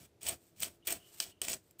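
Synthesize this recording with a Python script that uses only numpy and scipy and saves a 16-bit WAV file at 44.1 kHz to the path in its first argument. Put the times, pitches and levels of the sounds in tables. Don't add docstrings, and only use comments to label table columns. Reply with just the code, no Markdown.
import sys
import numpy as np
from scipy import signal
from scipy.fft import rfft, irfft
from scipy.io import wavfile

SR = 44100
rng = np.random.default_rng(int(sys.argv[2]) if len(sys.argv) > 2 else 0)


def dump(signal):
    limited = np.clip(np.atleast_2d(signal).T, -1, 1)
    pcm = np.round(limited * 32767).astype(np.int16)
    wavfile.write(sys.argv[1], SR, pcm)


N = 79380
TIME = np.arange(N) / SR


def from_db(db):
    return 10 ** (np.asarray(db) / 20)


def rms_one(x):
    return x / np.sqrt(np.mean(x ** 2) + 1e-20)


def colour(x, points):
    size = 2 * N
    hz, db = np.transpose(points)
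    bin_hz = np.arange(N + 1) * SR / size
    curve_db = np.interp(np.log(bin_hz + 1), np.log(hz), db)
    gain = rms_one(from_db(curve_db))
    cepstrum = irfft(np.log(gain))
    cepstrum[1:N] *= 2
    cepstrum[N + 1:] = 0
    response = np.exp(rfft(cepstrum))
    return irfft(rfft(x, size) * response)[:N]


def resonance(x, hz, width_hz):
    r = np.exp(-np.pi * width_hz / SR)
    top = np.array([1, 0, -1]) * (1 - r * r) / 2
    bottom = [1, -2 * r * np.cos(2 * np.pi * hz / SR), r * r]
    return signal.lfilter(top, bottom, x + 1e-18)


def ringing_noise(noise, hz, width_hz):
    once = resonance(noise, hz, width_hz)
    return rms_one(resonance(once, hz, width_hz))


def drift(rate):
    points = rng.standard_normal(N)
    return rms_one(np.interp(TIME * rate * 2, np.arange(N), points))


def grains(per_s, spread_db):
    size_db = spread_db * np.minimum(rng.exponential(1, N), 4)
    sizes = from_db(size_db) * rng.choice([-1, 1], N)
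    return rms_one(sizes * (rng.random(N) < per_s / SR))


def swells(rows):
    return sum(from_db(db) * np.exp(-.5 * ((TIME - s) / half) ** 2) for s, db, half in rows)


def stroke_gain(axis):
    # time_s, rasp_db, crunch_db
    stroke_curves = [
        [(0, -60.5, -65), (.055, -58.5, -67), (.075, -84, -99), (.1, -88, -88)],
        [(.208, -66, -89), (.214, -54.5, -68), (.26, -44, -51.5), (.275, -35.5, -62), (.305, -40, -45.5),
         (.335, -47.5, -52.5), (.375, -81, -73.5)],
        [(.56, -65.5, -83), (.59, -58, -83), (.605, -45.5, -64), (.64, -39, -56.5), (.682, -50.5, -53),
         (.695, -68.5, -63.5), (.76, -74, -76), (.79, -90, -88)],
        [(.848, -78.5, -78), (.853, -55, -64), (.868, -55, -67.5), (.876, -37.5, -51.5), (.925, -39, -43),
         (.94, -46.5, -54.5), (.968, -52.5, -57.5), (.985, -67, -66), (1.02, -70, -71), (1.1, -74, -72),
         (1.19, -80, -78)],
        [(1.2, -43, -75), (1.21, -42, -57), (1.237, -42.5, -63), (1.246, -52, -57.5), (1.31, -64.5, -66),
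         (1.33, -74, -88)],
        [(1.416, -45, -47.5), (1.45, -40.5, -56), (1.464, -50, -54), (1.5, -37, -50), (1.542, -41, -52.5),
         (1.55, -71, -52.5), (1.57, -67, -57.5), (1.585, -84, -86)],
        [(1.785, -74, -77), (1.793, -57, -77), (1.8, -44.5, -74)],
    ]
    total = 0
    for rows in stroke_curves:
        points = np.array(rows)
        level_db = np.interp(TIME, points[:, 0], points[:, axis], left=-120, right=-120)
        total = total + from_db(level_db)
    return total


def background():
    # pitch_hz, level_db
    hum_tones = [(338, -77.5), (415, -83)]
    # pitch_hz, relative_db_per_hz
    room_tone_shape = [(25, -16.5), (45, -7), (100, 2), (165, 1), (225, -4.5), (340, -2), (430, -3),
                       (490, -7.5), (610, -6), (900, -17.5), (3000, -22.5), (8000, -27.5), (15000, -32.5)]
    width_hz, room_tone_db = 5.6, -70
    hum = sum(from_db(db) * ringing_noise(rng.standard_normal(N), hz, width_hz) for hz, db in hum_tones)
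    return hum + from_db(room_tone_db) * colour(rng.standard_normal(N), room_tone_shape)


def kitchen(x):
    t60_s, tail_db = 0.16, -16
    tail = rng.standard_normal(N) * from_db(-60 * TIME / t60_s) * (TIME > .004)
    tail = tail / np.sqrt(np.sum(tail ** 2))
    return from_db(tail_db) * signal.fftconvolve(x, tail)[:N]


def rim_squeaks():
    # middle_s, level_db, half_length_s, pitch_hz
    rim_rubs = [(0.83, -73, 0.0089, 2910), (0.846, -74, .005, 3550), (.975, -62, .004, 2700),
                (1.04, -67, .045, 2980), (1.183, -74.5, 0.041, 2860), (1.321, -68, .005, 2970),
                (1.342, -76, 0.044, 2910)]
    width_hz = 340
    friction = rng.standard_normal(N)
    return sum(swells([(s, db, half)]) * ringing_noise(friction, hz, width_hz)
               for s, db, half, hz in rim_rubs)


def knocks():
    # start_s, level_db (before the soft start), pitch_hz, t60_s (time to fall by 60 dB)
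    steel_knocks = [(0.6317, -9, 2200, 0.0014), (1.2015, -11.5, 5400, .004), (1.4164, -25.5, 3027, 0.016),
                    (1.4843, -21, 7400, 0.0064), (1.708, -57.5, 7490, 0.028)]
    rise_s = 0.00047
    out = np.zeros(N)
    for s, db, hz, t60 in steel_knocks:
        age = np.maximum(TIME - s, 0)
        decay = from_db(db - 60 * np.minimum(age / t60, 2))
        rise = 1 - np.exp(-age / rise_s)
        out += decay * rise * np.sin(2 * np.pi * hz * age)
    return out


def shudder():
    # middle_s, level_db, half_length_s
    push_swells = [(.02, -63, 0.04), (.25, -62, 0.017), (.32, -56, 0.032), (.645, -57.5, .04),
                   (.955, -58, 0.027), (1.27, -65, 0.027), (1.52, -56.5, 0.042)]
    # pitch_hz, relative_db_per_hz
    shaking_shape = [(25, -29), (45, -12.5), (65, -2), (100, -1.5), (160, -1), (260, -7), (500, -26)]
    return swells(push_swells) * colour(rng.standard_normal(N), shaking_shape)


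def dome():
    # middle_s, level_db, half_length_s
    drum_swells = [(.302, -50.5, 0.022), (.928, -49, 0.0087), (.95, -63, 0.018)]
    return swells(drum_swells) * ringing_noise(rng.standard_normal(N), hz=688, width_hz=90)


def trickle():
    # middle_s, level_db, half_length_s
    trickle_swells = [(.45, -70, 0.055), (.74, -77.5, 0.033), (1.085, -63, 0.025), (1.145, -58, .016),
                      (1.185, -55, 0.011), (1.67, -73.5, 0.045)]
    # pitch_hz, relative_db_per_hz
    powder_shape = [(800, -10.5), (2000, -9), (4600, -6), (6500, -6.5), (8100, 1.5), (9400, -5),
                    (10600, -12), (12400, -10), (13600, 1), (14500, -4.5), (15400, -6.5)]
    return swells(trickle_swells) * colour(grains(per_s=34000, spread_db=8.0), powder_shape)


def crunch():
    # pitch_hz, relative_db_per_hz
    crunch_shape = [(100, -12), (200, -11.5), (330, 0.5), (480, -6.5), (690, -2.5), (840, -13.5),
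                    (1500, -12), (3000, -16)]
    boost_db = 1
    crumbs = colour(grains(per_s=2000, spread_db=1.5), crunch_shape)
    return from_db(boost_db) * stroke_gain(axis=2) * crumbs


def catches():
    # start_s, level_db (before trim_db and the sieve), hold_s (before the decay),
    # ring_hz (of that spot), ring_boost_db, boost_above_11_khz_db
    mesh_catches = [(0.2308, -43, .001, 8300, 15, 8), (0.2405, -44, 0.0024, 8200, 5, 0),
                    (.2652, -31.5, .0035, 2900, 3.5, -13), (.2688, -35, 0.0018, 8100, 7, -3),
                    (0.2853, -30, 0.0028, 8230, 7, 7), (.291, -30, 0.0033, 8160, 11.5, -17),
                    (0.603, -44.5, 0.0017, 7460, 8, 16.5), (0.622, -28, 0.0038, 7100, 2, -4),
                    (0.6311, -26, 0.0032, 3150, 5, 2.5), (0.6502, -32, 0.0014, 7600, -7, -17),
                    (0.8707, -30, 0.0068, 3420, -0.5, 6), (0.886, -35.5, 0.0027, 2530, 8.5, 5),
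                    (0.904, -36, 0.0044, 8100, 7.5, 8), (0.9243, -33.5, 0.0042, 8400, 9, 8),
                    (1.2013, -24, 0.0024, 4730, 8, -2.5), (1.4161, -29, 0.0032, 8200, 3, -0.5),
                    (1.45, -38.5, 0.0012, 7730, 12.5, 0), (1.483, -26.5, 0.0014, 4000, 1, -10),
                    (1.4967, -35, 0.0026, 8100, 1, 4), (1.531, -30.5, 0.0017, 6270, 6, -15),
                    (1.5361, -30, 0.0028, 8200, 5, -11), (1.544, -34.5, 0.00093, 7860, 10, -8),
                    (1.71, -58, 0.0012, 11500, 10, 6)]
    decay_s, trim_db, tremble_db = 0.0013, -1, 2.5
    ring_width_hz = 830
    chatter = rng.choice([-1., 1.], N) * from_db(trim_db + tremble_db * drift(700))
    high_pass = signal.butter(3, 11000, "high", fs=SR, output="sos")
    high = signal.sosfiltfilt(high_pass, chatter)
    out = np.zeros(N)
    for s, db, hold, ring_hz, ring_db, high_db in mesh_catches:
        fade = np.exp(-np.maximum(TIME - s - hold, 0) / decay_s)
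        envelope = from_db(db) * (TIME >= s) * fade
        burst = envelope * (chatter + (from_db(high_db) - 1) * high)
        out += burst + (from_db(ring_db) - 1) * resonance(burst, ring_hz, ring_width_hz)
    return out


def rasp():
    # middle_s, half_length_s, pitch_hz, width_hz, added_level_db
    mesh_spots = [(.29, 0.037, 2460, 700, -8), (0.64, 0.037, 4950, 3500, -10),
                  (.9, 0.031, 2140, 1000, -0.5), (.9, .04, 14700, 2000, -3), (1.25, 0.17, 4380, 2500, 0.5),
                  (1.52, 0.028, 7200, 1300, -4), (1.8, .03, 13900, 3060, 9.5)]
    boost_db, judder_db, judder_per_s = 0.5, 2, 170
    judder = from_db(boost_db + judder_db * drift(judder_per_s))
    slips = stroke_gain(axis=1) * judder * grains(per_s=9000, spread_db=2.5)
    spots = sum(swells([(s, db, half)]) * resonance(slips, hz, width)
                for s, half, hz, width, db in mesh_spots)
    return slips + spots


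def sieve(force):
    # pitch_hz, width_hz, added_level_db (before the broad colour)
    sieve_modes = [(668, 28, 1.5), (1927, 27, 1.5), (2385, 122, 5), (2620, 210, -1), (3014, 70, 6),
                   (3290, 70, 5), (4346, 33, -3), (5454, 130, -3.5), (6950, 83, 0), (7937, 102, 6.5),
                   (8160, 39, 3.5), (8270, 79, 4), (9610, 170, -2), (13700, 80, -8.5), (13400, 100, 8),
                   (15950, 330, 9)]
    # pitch_hz, relative_db_per_hz
    rasp_shape = [(200, -13.5), (600, -6), (1100, -11.5), (1800, -10), (2600, -7), (3800, -6), (6000, -4),
                  (8200, -2), (9400, -2), (10400, -13), (11500, -6), (12300, -13), (13500, -6),
                  (15400, -2.5)]
    modes = sum(from_db(db) * resonance(force, hz, width) for hz, width, db in sieve_modes)
    return from_db(-3.5) * colour(force + modes, rasp_shape)


def scene():
    mesh = sieve(rasp() + catches())
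    sugar = crunch() + trickle()
    rim = rim_squeaks() + knocks()
    near = mesh + sugar + rim + shudder() + dome()
    return (near + kitchen(near) + background())[None]


def record(dry):
    low_pass = signal.ellip(10, .3, 80, 15500, fs=SR, output="sos")
    return signal.sosfilt(low_pass, dry)


dry = scene()
out = record(dry)
dump(out)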